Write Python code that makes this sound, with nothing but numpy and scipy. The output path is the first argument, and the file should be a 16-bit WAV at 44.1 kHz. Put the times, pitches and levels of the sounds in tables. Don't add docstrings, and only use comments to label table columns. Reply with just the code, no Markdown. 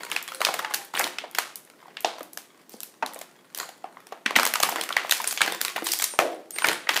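import sys
import numpy as np
from scipy import signal
from scipy.fft import rfft, irfft
from scipy.io import wavfile
from scipy.ndimage import uniform_filter1d

SR = 44100
rng = np.random.default_rng(int(sys.argv[2]) if len(sys.argv) > 2 else 0)


def unload_audio(sound):
    columns = np.transpose(np.atleast_2d(sound))
    steps = np.round(np.clip(columns, -1, 1) * 32767)
    wavfile.write(sys.argv[1], SR, steps.astype(np.int16))


N = 308700

# (t/s, level/dB before the layer gain, panel pitch f/Hz,
# fall above that pitch/dB per octave, length/ms)
SHELL_SNAPS = [(.1,-37.5,810,1,3.2), (0.1158,-25.5,3240,3,1.3), (.163,-20.5,2420,7,3),
               (.227,-35.5,13100,11,1.2), (0.2778,-34,1420,-0.5,1.9), (0.3195,-33,1350,5,3.3),
               (.405,-26.5,566,2,5.2), (0.4163,-19.5,1110,3.5,2.1), (0.4491,-15.5,3720,6.5,3.3),
               (0.4687,-22.5,615,4.5,2.4), (0.487,-21.5,774,5.5,5.4), (.54,-24,630,1,5.5),
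               (0.59,-23.5,1210,4,7.7), (0.6466,-24.5,1580,9,5), (0.708,-31.5,1110,5.5,6.6),
               (0.7384,-24.5,1700,0.5,3.4), (0.743,-21,4400,-1,4.5), (0.8477,-43,10000,-7.5,5),
               (0.9391,-30,1340,28,2.1), (0.9611,-30,1700,12,1.1), (0.974,-25,2640,19,3.2),
               (.9937,-22,2620,-4,3.3), (0.9989,-20.5,814,7.5,0.99), (1.0087,-24.5,1900,12,1.1),
               (1.0137,-27,1500,4,2.8), (1.041,-24,4050,6,3.7), (1.0664,-29,900,4,5.6),
               (1.185,-26,2900,11,3.3), (1.2381,-32,640,9,9.4), (1.3123,-46,10700,6,1.4),
               (1.3486,-28.5,2600,2.5,5.5), (1.3849,-16.5,1270,2,5.4), (1.557,-33,11200,6,2.6),
               (1.65,-52,10300,8,2), (1.7,-47.5,600,1,1.2), (1.827,-48,1020,9,2.9), (1.8556,-46,980,12,4.7),
               (1.8812,-43.5,730,7,4.1), (1.969,-31.5,2780,14.5,3), (2.006,-37.5,12500,3,2.7),
               (2.024,-48,13000,0,2.3), (2.046,-16.5,680,6,3.1), (2.046,-22,3500,13.5,4.7),
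               (2.1935,-50,12000,3,1.6), (2.183,-39.5,1000,4,3.7), (2.2065,-33,600,5.5,5),
               (2.2298,-41.5,4500,-6,3), (2.332,-40.5,11500,6,3), (2.3735,-30.5,900,-1.5,3.1),
               (2.6946,-45,6000,-7,0.85), (2.74,-41.5,497,13,4.1), (2.8044,-34.5,6500,0,0.96),
               (2.832,-32,1500,-4,4.3), (3.0245,-19,864,10.5,11), (3.062,-31,4350,5.5,2.1),
               (3.1348,-42,13000,0,2), (3.1446,-40,9600,8,2), (3.16,-36.5,525,7,3.9),
               (3.19,-40,10800,5,1.9), (3.213,-34,656,1,5.8), (3.5476,-32,4000,-1,2.5),
               (3.5754,-33,13000,5,3.3), (3.587,-32,1000,-1,0.7), (3.6067,-36,700,4,9.1),
               (3.6305,-35.5,1200,6,1.2), (3.6895,-38.5,744,1,4.7), (3.8411,-29.5,730,8,3.9),
               (3.97,-39.5,1340,17,2.7), (4.0686,-44.5,700,-0.5,4.2), (4.1229,-30.5,690,7,6),
               (4.256,-44,2000,11,3), (4.2604,-17,2220,10.5,5.1), (4.3078,-25,640,5.5,2.1),
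               (4.3553,-19.5,2900,12,8.6), (4.3611,-9.5,2070,4.5,6.3), (4.3866,-17.5,1450,15,2.3),
               (4.3972,-17.5,510,2,2.6), (4.4312,-20.5,1200,2.5,2.8), (4.4525,-19.5,2000,-.5,2.6),
               (4.4646,-21,795,0.5,2.4), (4.4736,-24,2080,0,1.9), (4.538,-20,1800,1,3.1),
               (4.5555,-20,1150,3.5,4), (4.6006,-21,736,0,4.2), (4.628,-17.5,2150,-1.5,6.4),
               (4.6332,-14,1130,2,1.8), (4.688,-23.5,900,5.5,4), (4.694,-27.5,11700,-3,0.91),
               (4.7233,-27,525,5,3.5), (4.759,-24,930,4,2.4), (4.812,-26,4000,10,3),
               (4.836,-30.5,1500,-1.5,4.3), (4.89,-29,1800,2,2.9), (4.9037,-26.5,1180,15,5.6),
               (4.9252,-27.5,3300,8,3.6), (4.9659,-14,1920,8,3.4), (5.047,-28.5,1080,13,3.2),
               (5.095,-27.5,1850,1.5,2.1), (5.11,-15,4000,0,4.9), (5.122,-15.5,2520,3,2.7),
               (5.2,-25.5,930,4.5,7.6), (5.2417,-26.5,1680,1.5,3.8), (5.2748,-20,9100,11,0.7),
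               (5.314,-30,7550,13,7.1), (5.325,-27.5,1000,-3,4), (5.3754,-24.5,3440,11,.7),
               (5.407,-20,1340,5,5.1), (5.4159,-12,2460,6.5,4.2), (5.4612,-30,700,1,4.5),
               (5.6138,-20.5,1780,-1.5,2.5), (5.6495,-22.5,2020,0.5,1.6), (5.6817,-27.5,2500,4,1),
               (5.7607,-25,1550,6,9.6), (5.7803,-29,1050,7.5,2.1), (5.8219,-30,464,3.5,1.9),
               (5.841,-30.5,10000,-8,17), (5.8674,-24,940,0,4.2), (5.934,-22,905,-2.5,4.1),
               (5.989,-27,5500,-2,1.6), (5.9985,-32.5,1810,11,3.1), (6.0207,-20.5,2170,0,6),
               (6.04,-18.5,7100,5,6), (6.1374,-35.5,550,4,1.5), (6.1896,-10,625,4,1.3),
               (6.5068,-34.5,7500,1,3.3), (6.585,-24,2300,3.5,4.4), (6.621,-25.5,1500,6,2.7),
               (6.6435,-14,1780,8,4.9), (6.6689,-25,1200,-0.5,3), (6.6862,-16.5,2450,4,1.6),
               (6.7153,-25.5,1220,4,2.5), (6.8702,-30,2030,16,4.9), (6.8902,-14.5,2000,6.5,5.9),
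               (6.9646,-21,3300,13,2.4), (6.974,-23,1270,2,2.2)]
# (f/Hz, level/dB)
SHELL_COLOUR = [(30, -24), (90, -53), (150, -7), (240, -3.5), (460, 2.5), (730, 5.5), (1100, 3),
                (2200, 0.5), (4500, -3), (9000, -4.5), (15000, -5)]
# (f/Hz, level/dB per Hz)
CRACKLE_COLOUR = [(60, -4), (160, 1.5), (350, 7.5), (800, -1), (1600, 4), (3000, -2), (6000, -10),
                  (10000, -12.5), (15000, -12)]
# (start t/s, length/s, effort level/dB, extra treble level/dB)
HAND_SQUEEZES = [(0, .03, -34.5, 2), (0.083, .08, -36, 1), (0.275, 0.094, -43.5, 8), (.41, 0.16, -40.5, 6),
                 (.56, 0.26, -41.5, -3.5), (0.935, .12, -33, 6.5), (1.136, 0.064, -40.5, -17),
                 (1.349, 0.035, -38.5, 3), (1.78, .2, -57.5, -4), (2.692, 0.056, -60, 19.5),
                 (3.122, 0.044, -50.5, 7), (3.556, 0.051, -38, 8.5), (3.94, 0.22, -63, -2),
                 (4.354, 0.088, -37, -4), (4.628, 0.2, -33, 3), (4.89, 0.14, -42.5, -3),
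                 (5.032, 0.073, -44.5, 11), (5.102, 0.25, -43, 15), (5.406, .12, -29.5, 1.5),
                 (5.599, 0.08, -39, 8), (5.751, 0.03, -30.5, 0), (5.851, 0.1, -46, 28),
                 (5.992, .07, -41, 17.5), (6.174, 0.15, -55, 4), (6.538, .08, -44, 9),
                 (6.637, 0.088, -24, -3), (6.885, 0.13, -32, 6.5)]
# (start t/s, length/s, pitch f/Hz, glide over the length/Hz, start level/dB)
STICK_SLIPS = [(0.029, 0.087, 958, -30, -44), (.29, 0.38, 533, -31.5, -50), (.6, 0.23, 907, -125, -40),
               (6.055, 0.098, 8920, 50, -35.5), (6.517, 0.17, 8770, -96, -36),
               (6.605, 0.042, 9300, 50, -33)]
# (t/s, level/dB before doubling, pitch f/Hz)
FINGER_BUMPS = [(1.047, -34.5, 284), (2.212, -39, 304), (2.74, -40.5, 234), (3.033, -35, 258),
                (4.259, -28, 257), (4.368, -23.5, 245), (5.823, -28, 332), (6.202, -31, 342)]
# (f/Hz, level/dB per Hz)
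POCKET_COLOUR = [(100, -50), (220, -16.5), (320, 1), (480, -0.5), (700, 3.5), (790, -4.5), (950, -36),
                 (3000, -42), (15000, -70)]
# (f/Hz, level/dB, t60/s)
HOLLOW_TONES = [(364, 3.5, .24), (521, 1, .3), (688, -5, .25), (1264, -7, .3), (1388, -13, .2)]
# (f/Hz, t60/s)
ROOM_DECAY = [(200, 0.59), (530, 0.44), (1400, 0.45), (3700, 0.44), (9700, 0.38), (15000, 0.23)]
# (f/Hz, level/dB per Hz)
AIR_COLOUR = [(25, 22), (60, -27), (105, -6), (140, -2.5), (180, 1), (240, 1), (380, 1), (700, -4.5),
              (2400, -18.5), (8000, -20.5), (15000, -24)]

EDGE_HZ = 15550
TAPS = 2048
BINS = np.fft.rfftfreq(TAPS, 1 / SR)
FOLD_HZ = np.geomspace(800, 16000, 22)
BASS_DB_PER_OCTAVE, NARROWING = 6.5, 0.1
GRIP_S, RELAX_S, HOLD_DB = 0.005, 0.025, -61
TREBLE_HZ = 4000
SQUEAK_RISE_S, SQUEAK_FADE_DB = 0.025, -10.5
POCKET_S, POCKET_DB, POCKET_RISE_S, POCKET_T60_S = 6.19, -21.5, 0.04, 0.57
AIR_DB = -50.5


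def snaps(direct_db=1.68, peak_db=3.5, lag_s=0.0015):
    direct, scattered = np.zeros((2, N))
    for s, db, pitch_hz, fall, length_ms in SHELL_SNAPS:
        waves = burst(length_ms, ripple_db=3.0)
        below = BASS_DB_PER_OCTAVE + NARROWING * fall
        towards_mic = snap(pitch_hz, below, fall, waves, peak_db)
        add(direct, s, amp(db + direct_db) * towards_mic)
        all_round = snap(pitch_hz, below, fall, 1, peak_db=0)
        add(scattered, s + lag_s, amp(db) * all_round)
    return direct, scattered


def snap(pitch_hz, below, above, waves, peak_db=5, peak_octaves=0.25):
    octaves = np.log2(np.maximum(BINS, 100) / pitch_hz)
    panel_db = below * np.minimum(octaves, 0) - above * np.maximum(octaves, 0)
    panel_db += peak_db * np.exp(-(octaves / peak_octaves) ** 2)
    top_cut = 1 + (BINS / EDGE_HZ) ** 30
    gain = amp(panel_db + read(SHELL_COLOUR, BINS)) / top_cut
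    wave = irfft(waves * causal(gain))
    return wave * np.sqrt(0.005 * SR / np.sum(wave ** 2))


def burst(length_ms, rise_ms=0.065, linger_db=-21, linger_ms=25.0, grit=0.49, ripple_db=5.0):
    ms = np.arange(TAPS) * 1000 / SR
    past = np.maximum(ms - length_ms, 0)
    body = np.exp(-(ms / length_ms) ** 3)
    linger = amp(linger_db) * np.exp(-past / linger_ms)
    shape = (1 - np.exp(-ms / rise_ms)) * (body + linger)
    gritty = rng.standard_normal(TAPS) * np.exp(grit * rng.standard_normal(TAPS))
    z = rfft(shape * gritty)
    k = np.arange(len(z))
    reach = 9 + k // 2
    lo, hi = np.maximum(k - reach, 0), np.minimum(k + reach, len(z))
    total = np.r_[0, np.cumsum(abs(z) ** 2)]
    mean_power = (total[hi] - total[lo]) / (hi - lo)
    ripple = np.interp(BINS, FOLD_HZ, rng.standard_normal(len(FOLD_HZ)))
    return z / np.sqrt(mean_power) * causal(amp(ripple_db * ripple))


def crackle(crackle_db=-3.5, rub_db=-11, per_s=120, spread_db=5.0, count=24):
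    happens = rng.random(N) < per_s / SR
    sizes = amp(spread_db * np.minimum(rng.exponential(1, N), 3)) * happens
    crease = rng.integers(0, count, N)
    ticks = np.zeros(N)
    for k, pitch_hz in enumerate(np.geomspace(600, 13000, count)):
        waves = burst(rng.uniform(3.3, 5.1))
        tick = snap(pitch_hz, 3.7, 2.67, waves) * np.sqrt(pitch_hz)
        ticks += signal.oaconvolve(sizes * (crease == k), tick)[:N]
    rub = amp(rub_db) * tint(rng.standard_normal(N), CRACKLE_COLOUR)
    grain = amp(crackle_db) * tint(ticks, CRACKLE_COLOUR) + rub
    low = signal.sosfiltfilt(signal.butter(2, TREBLE_HZ, fs=SR, output="sos"), grain)
    body, treble = flexing()
    return body * low + treble * (grain - low)


def flexing():
    t = np.arange(N) / SR
    body, treble = np.full((2, N), amp(HOLD_DB))
    for s, length, db, treble_db in HAND_SQUEEZES:
        build = np.clip((t - s) / GRIP_S, 0, 1)
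        relax = np.exp(-np.maximum(t - s - length, 0) / RELAX_S)
        effort = amp(db) * build * relax
        body = body + effort
        treble = treble + effort * amp(treble_db)
    return body, treble


def squeaks(waver=0.0038, octave_db=-12, flutter_db=3.0):
    out = np.zeros(N)
    for s, length, hz, glide_hz, db in STICK_SLIPS:
        t = np.arange(0, length, 1 / SR)
        drift = unit(uniform_filter1d(rng.standard_normal(N), size=60))[:len(t)]
        pitch = (hz + glide_hz * t / length) * (1 + waver * drift)
        phase = 2 * np.pi * np.cumsum(pitch) / SR
        tone = np.sin(phase) + amp(octave_db) * np.sin(2 * phase)
        tone = tone * signal.windows.tukey(len(t), 0.1)
        grip = unit(uniform_filter1d(rng.standard_normal(N), size=700))[:len(t)]
        swell = np.minimum(t / SQUEAK_RISE_S, 1) * amp(db + SQUEAK_FADE_DB * t / length)
        add(out, s, swell * unit(tone * amp(flutter_db * grip)))
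    return out


def bumps(decay_s=0.0068):
    out, t = np.zeros(N), np.arange(TAPS) / SR
    for s, db, hz in FINGER_BUMPS:
        envelope = (1 - np.exp(-t * hz * 2)) * np.exp(-t / decay_s)
        add(out, s, 2 * amp(db) * envelope * np.sin(2 * np.pi * hz * t))
    return out


def pocket():
    t = np.maximum(np.arange(N) / SR - POCKET_S, 0)
    rise = np.minimum(t / POCKET_RISE_S, 1)
    decay = amp(POCKET_DB - 60 * t / POCKET_T60_S)
    return rise * decay * tint(rng.standard_normal(N), POCKET_COLOUR)


def hollow(x, ring_db=-57):
    t = np.arange(SR // 2) / SR
    ring = np.zeros(len(t))
    for hz, db, t60 in HOLLOW_TONES:
        ring += amp(db - 60 * t / t60) * np.sin(2 * np.pi * hz * t)
    return amp(ring_db) * signal.oaconvolve(x, ring)[:N]


def room(x, tail_db=-6.0, gap_s=0.0068, tilt_db=0.26, early_db=3, early_s=0.013, count=7):
    out = np.zeros(N)
    for k in range(count):
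        taps = rng.standard_normal(SR // 2) * (rng.random(SR // 2) < 0.15)
        hz, t, z = signal.stft(taps, SR, nperseg=256)
        decay_db = -60 * t / read(ROOM_DECAY, hz)[:, None]
        decay_db = decay_db + early_db * np.exp(-t / early_s)
        decay_db = decay_db + tilt_db * np.log2(hz[:, None] + 100)
        tail = signal.istft(z * amp(decay_db), SR)[1]
        tail = tail / np.linalg.norm(tail)
        place = (9 * np.arange(N) / SR + k) % count
        share = np.sin(np.pi / 2 * np.minimum(place, 2))
        add(out, gap_s, amp(tail_db) * signal.oaconvolve(x * share, tail))
    return out


def air():
    return amp(AIR_DB) * tint(rng.standard_normal(N), AIR_COLOUR)


def amp(db):
    return 10 ** (np.asarray(db) / 20)


def unit(x):
    return x / np.sqrt(np.mean(x ** 2) + 1e-20)


def read(points, hz):
    f, value = np.transpose(points)
    return np.interp(np.log(hz + 1), np.log(f), value)


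def add(mix, s, sound):
    part = mix[max(round(s * SR), 0):][:len(sound)]
    part += sound[:len(part)]


def tint(x, points):
    gain = amp(read(points, np.fft.rfftfreq(N, 1 / SR)))
    return unit(irfft(rfft(x) * gain, N))


def causal(gain):
    log_gain = np.log(np.maximum(gain, gain.max() * 1e-5))
    circle = np.r_[log_gain, log_gain[-2:0:-1]]
    return np.exp(np.conj(signal.hilbert(circle)))[:len(gain)]


def scene():
    direct, scattered = snaps()
    small = crackle() + squeaks() + bumps()
    scattered = scattered + small
    reverb = room(scattered + hollow(scattered))
    return (direct + small + pocket() + reverb + air())[None]


def record(dry, ceiling=0.56, bass_hz=150, lopsided=0.03):
    thin = signal.sosfilt(signal.butter(3, bass_hz, "high", fs=SR, output="sos"), dry)
    rounded = thin / (1 + (thin / ceiling) ** 6) ** (1 / 6)
    rounded = rounded + lopsided * np.diff(rounded, prepend=0) ** 2
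    top_cut = signal.firwin(255, EDGE_HZ, window=("kaiser", 8), fs=SR)
    return signal.oaconvolve(rounded, top_cut[None], "same")


dry = scene()
out = record(dry)
unload_audio(out)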